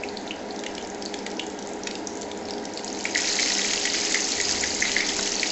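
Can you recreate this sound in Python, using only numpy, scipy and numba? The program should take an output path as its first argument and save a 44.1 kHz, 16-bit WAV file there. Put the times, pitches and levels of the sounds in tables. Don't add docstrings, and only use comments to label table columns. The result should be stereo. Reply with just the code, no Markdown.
import sys
import numpy as np
from scipy import signal
from scipy.fft import rfft, irfft
from scipy.io import wavfile
from scipy.ndimage import uniform_filter1d
from numba import njit

SR = 44100
rng = np.random.default_rng(int(sys.argv[2]) if len(sys.argv) > 2 else 0)


def master(y):
    cut = np.clip(np.atleast_2d(y).T, -1, 1)
    pcm = np.round(cut * 32767)
    wavfile.write(sys.argv[1], SR, pcm.astype(np.int16))


N = 242991


def undb(db):
    return 10 ** (np.asarray(db) / 20)


def unit(x):
    return x / np.sqrt(np.mean(x ** 2))


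def colour(x, points, share=1):
    hz, db = np.transpose(points)
    bins = np.maximum(np.fft.rfftfreq(2 * N, 1 / SR), 1)
    gain = undb(share * np.interp(np.log(bins), np.log(hz), db))
    return irfft(rfft(x, 2 * N) * gain)[..., :N]


def wander(rate_hz):
    hold = int(SR / rate_hz)
    steps = np.repeat(rng.standard_normal(N // hold + 1), hold)
    return unit(uniform_filter1d(uniform_filter1d(steps, hold), hold)[:N])


def surge(start_s, rise_s, fade_db_per_s):
    age = np.arange(N) / SR - start_s
    return np.clip(age / rise_s, 0, 1) * undb(-fade_db_per_s * np.maximum(age - rise_s, 0))


def add(out, sound, start_s):
    i = max(int(start_s * SR), 0)
    part = sound[:, :max(N - i, 0)]
    out[:, i:i + part.shape[1]] += part


@njit
def damped_sines(start_s, hz, cycles, size, glide):
    out = np.zeros(N)
    for k in range(len(start_s)):
        decay_s = cycles[k] / hz[k]
        end = min(int((start_s[k] + 6 * decay_s) * SR), N)
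        for i in range(max(int(start_s[k] * SR) + 1, 0), end):
            t = i / SR - start_s[k]
            phase = 2 * np.pi * hz[k] * t * (1 + glide * t / decay_s)
            out[i] += size[k] * np.exp(-t / decay_s) * np.sin(phase)
    return out


def swarm(rate_per_s, low_hz, high_hz, cycles, scatter_db, glide,
          spread_db=3.5, echo_db=-5, echo_s=0.0024):
    born = np.flatnonzero(rng.random(N) < rate_per_s / SR)
    pitch, damping, *detours = rng.random((len(born), 4)).T
    strength, place, path = rng.standard_normal((len(born), 3)).T
    hz = low_hz + (high_hz - low_hz) * pitch
    ring_cycles = cycles * 2 ** (2 * damping - 1)
    size = undb(scatter_db * np.minimum(strength, 2.4)) * np.sqrt(hz / ring_cycles / rate_per_s[born])
    lag_s = (0.06 + 0.052 * path) / 1000
    channels = []
    for side, detour in zip((1, -1), detours):
        arrival_s = born / SR + side * lag_s / 2
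        heard = size * undb(-side * spread_db * place / 2)
        direct = damped_sines(arrival_s, hz, ring_cycles, heard, glide)
        echo = damped_sines(arrival_s + detour * echo_s, hz, ring_cycles, heard * undb(echo_db), glide)
        channels.append(direct + echo)
    return unit(np.array(channels))


# frequency_hz, gain_db
RUMBLE_SPECTRUM = [(15, -5), (28, -4), (42, -5), (58, -7.5), (72, 5.5), (81, -11.5), (92, 1), (110, -10.5),
                   (150, -9.5), (300, -36.5)]
# frequency_hz, gain_db
SWELL_SPECTRUM = [(30, -15), (55, -7), (72, 1), (95, -0.5), (125, -12.5), (250, -30.5)]


def rumble(steady_db=-57.3, waver_db=0, swell_db=-44):
    steady, swell = rng.standard_normal((2, 1, N)) + 0.32 * rng.standard_normal((2, 2, N))
    steady = unit(colour(steady, RUMBLE_SPECTRUM)) * undb(steady_db + waver_db * wander(4.2))
    swell = unit(colour(swell, SWELL_SPECTRUM)) * undb(swell_db)
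    return steady + swell * surge(start_s=4.205, rise_s=0.33, fade_db_per_s=21.5)


# frequency_hz, gain_db
AIRFLOW_SPECTRUM = [(60, -22.5), (120, -15.5), (160, -14), (195, -0.5), (250, 1.5), (310, 4), (360, -0.5),
                    (390, -4), (415, 3.5), (440, -1), (480, -1), (590, -3), (780, -0.5), (960, -9.5),
                    (1100, -18), (1800, -30)]
# frequency_hz, gain_db
GRILLE_SPECTRUM = [(600, -40), (1100, -6), (1400, 7.5), (2000, 4), (2600, -2.5), (4000, -3), (8000, -29.5)]
# pitch_hz, level_db
ROTOR_TONES = [(92, -63), (200, -49), (322, -48.3), (408, -42.2), (466, -52), (525, -52.5), (814, -56.5),
               (920, -54.5), (969, -54), (1625, -57.5)]


def fan(air_db=-35, grille_db=-48, pitch_drift=0.00327, waver_db=1.8):
    mid, side = rng.standard_normal((2, N))
    side = colour(side, [(100, -12), (280, -13.5), (500, -8.5), (1000, -2.5), (2000, 0)])
    air = np.array([mid + side, mid - side])
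    tones = 0
    for hz, db in ROTOR_TONES:
        phase = 2 * np.pi * np.cumsum(hz * (1 + pitch_drift * wander(20))) / SR
        tones = tones + np.sqrt(2) * undb(db + waver_db * wander(16)) * np.sin(phase)
    rush = undb(air_db) * unit(colour(air, AIRFLOW_SPECTRUM))
    hiss = undb(grille_db) * unit(colour(air, GRILLE_SPECTRUM))
    return rush + hiss + tones


def chopstick_drag(level_db=-41.5):
    slips = swarm(np.full(N, 150.), low_hz=277, high_hz=437, cycles=4.7, scatter_db=3.5,
                  glide=0, spread_db=0.5)
    return slips * undb(level_db) * surge(start_s=4.72, rise_s=0.43, fade_db_per_s=32)


# start_s, level_db
TAPS = [(5.1675, -36.5), (5.191, -27.5)]
# pitch_hz, gain_db, t60_s
TAP_MODES = [(693, -3, 0.067), (1120, 0, 0.025), (1510, 6, 0.022), (2060, 3, 0.016)]


def chopstick_taps(click_db=-1, click_s=0.004):
    out, t = np.zeros((2, N)), np.arange(SR // 10) / SR
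    ring = sum(undb(db - 60 * t / t60_s) * np.sin(2 * np.pi * hz * t) for hz, db, t60_s in TAP_MODES)
    wood = signal.butter(2, [700, 2200], "band", fs=SR, output="sos")
    for start_s, db in TAPS:
        click = unit(signal.sosfilt(wood, rng.standard_normal((2, len(t))))) * np.exp(-t / click_s)
        add(out, undb(db) * (ring + undb(click_db) * click), start_s)
    return out


# start_s, rise_s, fade_db_per_s, relative_sizzle_db, relative_gurgle_db
STEAM_FLARES = [(2.63, 0.45, 3, -34, -59), (3.125, 0.06, 1.5, -24.5, -34.5), (3.25, 0.15, 30, -27.5, -40),
                (3.85, 0.14, 15, -30, -38), (4.41, 0.08, 120, -24, -52), (4.77, 0.08, 28, -33, -31),
                (5.15, 0.1, 15, -31, -51)]
SIMMER_SIZZLE_DB, SIMMER_GURGLE_DB = -45.5, -50


def boiling(gurgle_extra_db_per_s=3):
    sizzle_power, gurgle_power = undb(SIMMER_SIZZLE_DB) ** 2, undb(SIMMER_GURGLE_DB) ** 2
    for start_s, rise_s, fade, sizzle_db, gurgle_db in STEAM_FLARES:
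        sizzle_power += (undb(sizzle_db) * surge(start_s, rise_s, fade)) ** 2
        gurgle_power += (undb(gurgle_db) * surge(start_s, rise_s, fade + gurgle_extra_db_per_s)) ** 2
    return np.sqrt(sizzle_power), np.sqrt(gurgle_power)


def gurgle(envelope):
    pockets = swarm(np.full(N, 300.), low_hz=1764, high_hz=2380, cycles=4.7, scatter_db=6, glide=0.0023)
    return pockets * envelope


# frequency_hz, gain_db
SIZZLE_SPECTRUM = [(300, -33.5), (700, -8), (1200, -9), (1700, -7.5), (2100, -4.5), (2700, -4.5),
                   (3500, -5), (4300, 1), (5000, 3), (5700, 1), (6500, 2.5), (7400, -0.3)]


def sizzle(envelope, simmer_bubbles_per_s=1500, crackle_db=-4.5, flurry_db=0.5):
    rate = simmer_bubbles_per_s * (envelope / undb(SIMMER_SIZZLE_DB)) ** 0.45
    fizz = swarm(rate, low_hz=1165, high_hz=7530, cycles=2.24, scatter_db=5, glide=0.005)
    crackle = swarm(rate * 0.045, low_hz=2504, high_hz=7420, cycles=4.3, scatter_db=3.5, glide=0.0027)
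    crackle_share = undb(crackle_db) * (envelope / envelope.max()) ** 0.18
    bubbles = unit(colour(fizz + crackle_share * crackle, SIZZLE_SPECTRUM))
    return bubbles * envelope * undb(flurry_db * wander(30))


def cavity(age, hz, swell_s, glide):
    rise = np.maximum(age, 0) / swell_s
    sweep = 1 + glide * (rise / 2 - 1)
    return rise ** 2 * np.exp(-rise ** 2) * np.sin(2 * np.pi * hz * age * sweep)


# pitch_hz, bandwidth_hz, gain_db
CRACK_MODES = [(2040, 500, 0), (3270, 1000, -5.5), (7070, 670, -2.5)]


def film_crack(t, bubble_hz, decay_s):
    noise = rng.standard_normal(len(t)) + 1.5 * rng.standard_normal((2, len(t)))
    burst = noise * t * np.exp(-t / decay_s)
    ring = sum(undb(db) * signal.lfilter(*signal.iirpeak(hz, hz / width_hz, fs=SR), burst)
               for hz, width_hz, db in CRACK_MODES)
    low_hz = np.clip(bubble_hz / 2 ** 0.92, 1650, 5200)
    band = signal.butter(4, [low_hz, 8500], "band", fs=SR, output="sos")
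    soften = signal.butter(1, min(2 * bubble_hz, 15000), fs=SR, output="sos")
    return unit(signal.sosfilt(np.vstack([band, soften]), burst + ring))


def droplets(t, bubble_hz, decay_s=0.03):
    band = signal.butter(2, [bubble_hz * 0.92, bubble_hz * 1.16], "band", fs=SR, output="sos")
    return unit(signal.sosfilt(band, rng.standard_normal((2, len(t))) * np.exp(-t / decay_s)))


def reflections(x, t, decay_s, gap_s):
    response = rng.standard_normal((2, len(t))) * np.exp(-t / decay_s) * (t > gap_s)
    return signal.fftconvolve(x, unit(response) / np.sqrt(len(t)), axes=1)[:, :x.shape[1]]


# start_s, pitch_hz, relative_bubble_db, relative_crack_db, left_minus_right_db
STEAM_POPS = [(0.0348, 2420, -21, -31, 4), (0.0872, 4340, -26, -36, -3), (0.1709, 4150, -22, -30.5, -1.5),
              (0.276, 3830, -31, -33, 7), (0.3078, 2740, -21, -31, 1), (0.3125, 2970, -26.5, -42, -4),
              (0.5071, 4300, -27, -44, 2), (0.561, 5730, -30.5, -38, 0), (0.591, 6200, -37, -26.5, 4),
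              (0.599, 6650, -34, -36, 3), (0.6354, 2100, -30, -23, 4), (0.6622, 2110, -26.5, -21, -1),
              (0.665, 2780, -25, -36, -1), (0.7506, 5400, -30, -28.5, 2), (0.779, 2990, -33, -24.5, 4),
              (0.811, 3180, -36, -33.5, 0), (0.825, 6100, -32, -35, 0), (0.848, 5120, -30.5, -35.5, -1),
              (0.872, 6770, -32, -35, 0), (0.9, 6460, -30, -33, 0), (0.946, 6070, -34, -32, 2),
              (1.023, 5120, -23, -28.5, -4), (1.053, 6660, -27, -33, 0), (1.0592, 4500, -22, -29, 1),
              (1.1399, 3140, -29, -20, -2), (1.1886, 5400, -28, -32, 0), (1.263, 2190, -28, -20, 0),
              (1.3018, 5600, -31, -38, 1), (1.314, 5100, -30, -32, -1), (1.369, 5700, -30, -38, 2),
              (1.3937, 2820, -21.5, -20, -3), (1.3953, 3420, -21, -29, 1.5), (1.398, 2820, -24, -36, 3),
              (1.4655, 6800, -30.5, -37, -3.5), (1.5, 6820, -30, -34, 2), (1.589, 5950, -28, -29, -2),
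              (1.6241, 5540, -31, -33, -3), (1.672, 6860, -29.5, -33, 1), (1.69, 7000, -31, -33, 2),
              (1.7338, 6900, -29, -47, -0.5), (1.8343, 5680, -24, -31, 0), (1.8703, 2450, -23, -16.5, 2),
              (1.8717, 3780, -24, -30, 3), (1.9104, 4360, -30, -24, 5), (1.9527, 4820, -25, -23.5, 3.5),
              (2.0714, 5970, -18, -28, 0), (2.153, 6670, -31, -46, -0.5), (2.1718, 6700, -30.5, -36, -3),
              (2.2113, 6100, -36, -27.5, 2), (2.2183, 6050, -28, -27, -2), (2.229, 3250, -36, -27.5, 0),
              (2.3141, 3570, -27.5, -26.5, -3.5), (2.3744, 6900, -29, -46, -1),
              (2.4537, 5100, -29, -46, -1), (2.485, 4200, -32, -30, 0), (2.497, 3900, -33, -35, -1),
              (2.5068, 5170, -22, -28, -0.5), (2.536, 4870, -28, -33, 3), (2.5809, 5100, -33.5, -32, 5),
              (2.653, 5600, -26, -24.5, 0), (2.736, 6400, -27.5, -38, 1), (2.7735, 4450, -20, -24.5, -2),
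              (2.792, 3560, -33.5, -27.5, 2), (2.8448, 6650, -22, -29, -2.5), (2.878, 5170, -27, -34, 0),
              (2.9002, 5240, -27, -43, 1.5), (2.9276, 6330, -23.5, -37, 0), (2.989, 6530, -25.5, -34, -1),
              (3.008, 4800, -25, -30, 0.5), (3.041, 6950, -23, -33, 0), (3.0526, 2260, -13, -18.5, -1.5),
              (3.146, 2000, -21, -31.5, -1), (3.1493, 4630, -16.5, -16, 2), (3.1567, 2020, -11, -27.5, -2),
              (3.1769, 5370, -21.5, -24, 6), (3.191, 2150, -25, -40, -7.5), (3.243, 2520, -21, -22, 1),
              (3.2721, 4830, -18.5, -24, 2.5), (3.287, 2220, -26, -24.5, -4), (3.388, 2050, -19.5, -16, -2),
              (3.395, 2150, -20, -18, -7), (3.458, 2040, -24.5, -22, 1), (3.5201, 4150, -17.5, -30, -1),
              (3.591, 2250, -19, -18, 0), (3.6162, 3520, -20.5, -18.5, 2), (3.646, 2260, -19.5, -22.5, 0),
              (3.707, 2260, -24.5, -20, 2), (3.7329, 2090, -21.5, -14.5, -0.5),
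              (3.7335, 6900, -17, -29, -0.5), (3.7395, 6740, -21.5, -31, 0.5),
              (3.7585, 4900, -18.5, -29, 1), (3.776, 2820, -23, -23.5, 1), (3.8525, 2037, -15, -13, -2),
              (3.873, 2700, -23, -19, 1), (3.8997, 4330, -18, -23, -1.5), (3.9442, 2170, -19, -14.5, -4),
              (4.1237, 5130, -19.5, -19, -1), (4.1433, 2055, -16.5, -10.5, 3),
              (4.1555, 2010, -15.5, -28, 0.5), (4.1871, 4600, -28, -27, -3), (4.204, 6370, -21.5, -20, -1),
              (4.3188, 4100, -17, -21, 2), (4.3996, 6500, -19, -20.5, -1.5),
              (4.4005, 1990, -16, -18.5, -2.5), (4.412, 6600, -19, -14, 3), (4.492, 5550, -15.5, -26, 2),
              (4.632, 2100, -22, -30, 2), (4.6367, 2066, -15, -16, 2), (4.748, 7060, -16.5, -26, -0.5),
              (4.8185, 1960, -22, -33, -2), (4.8225, 1950, -10, -25, -1), (4.852, 1990, -22, -25.5, -2),
              (4.9164, 5200, -18, -16.5, 1.5), (4.9642, 2010, -9.5, -18, 7), (4.9818, 4450, -18, -23, -3),
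              (5.004, 2110, -13.5, -20.5, 3), (5.0247, 2180, -28, -24.5, 0), (5.0917, 3360, -21, -19, -1),
              (5.165, 7160, -19, -23, 1), (5.209, 7160, -19, -25, 2), (5.228, 5070, -18, -24, 0),
              (5.258, 6110, -18.5, -23, 1), (5.273, 2860, -23, -17.5, -4.5), (5.293, 6300, -21, -26, -1),
              (5.3197, 5720, -14.5, -34, -1), (5.354, 6300, -16.5, -34, 0), (5.3963, 4460, -16, -22, 0),
              (5.4299, 2270, -15, -14, -3.5), (5.463, 3560, -26, -25, 4), (5.503, 4512, -18, -22, 2)]


def steam_pops(glide=0.058, twin_db=-9, droplets_db=-9, wall_db=-8, lag_s=43e-6):
    out, t = np.zeros((2, N)), np.arange(SR // 8) / SR
    age = t - np.array([[lag_s], [0]])
    energy_scale = np.sqrt(0.002 * SR / len(t))
    for start_s, hz, bubble_db, crack_db, balance_db in STEAM_POPS:
        size = (2000 / hz) ** 0.95
        swell_s, twin_delay_s = 0.0018 * size, 0.00341 * size
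        sweep, detune = rng.uniform(-0.9, 1, 2)
        first = cavity(age, hz, swell_s, glide * (1 + sweep))
        twin = undb(twin_db) * cavity(age - twin_delay_s, hz * (1 + 0.14 * detune), swell_s, glide)
        crack = film_crack(t, hz, decay_s=0.0017 * np.sqrt(size))
        body = unit(first + twin) + undb(droplets_db) * np.sqrt(size) * droplets(t, hz)
        pop = (undb(bubble_db) * body + undb(crack_db - 1) * crack) * energy_scale
        pop = pop + undb(wall_db) * size * reflections(pop, t, decay_s=0.0054, gap_s=0.002)
        add(out, pop * undb(np.array([[balance_db], [-balance_db]]) / 2), start_s)
    return out


def kitchen(x, room_db, t60_s=0.38):
    t = np.arange(SR // 2) / SR
    return x + undb(room_db) * reflections(x, t, decay_s=t60_s / np.log(1000), gap_s=0.005)


def scene():
    sizzle_envelope, gurgle_envelope = boiling()
    frying = undb(-1) * sizzle(sizzle_envelope) + undb(-2.5) * gurgle(gurgle_envelope)
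    continuous = kitchen(frying, room_db=-7.5) + fan() + rumble()
    transients = undb(-2) * steam_pops() + chopstick_taps() + chopstick_drag()
    return continuous + kitchen(transients, room_db=-8)


# frequency_hz, left_minus_right_db
PORT_BALANCE = [(60, 1.5), (300, 3), (550, 2.5), (720, 4), (1000, 1), (1600, 3), (2000, 7), (2500, -4),
                (2900, 1.5), (3400, 4), (5000, 4), (5600, 1), (6400, -9.5), (7500, -4.5)]


def record(dry, ceiling=0.9, cutoff_hz=7750):
    ports = colour(dry, PORT_BALANCE, share=np.array([[1], [-1]]) / 2)
    rounded = ceiling * np.tanh(ports / ceiling)
    return signal.sosfilt(signal.cheby1(16, 0.3, cutoff_hz, fs=SR, output="sos"), rounded)


dry = scene()
out = record(dry)
master(out)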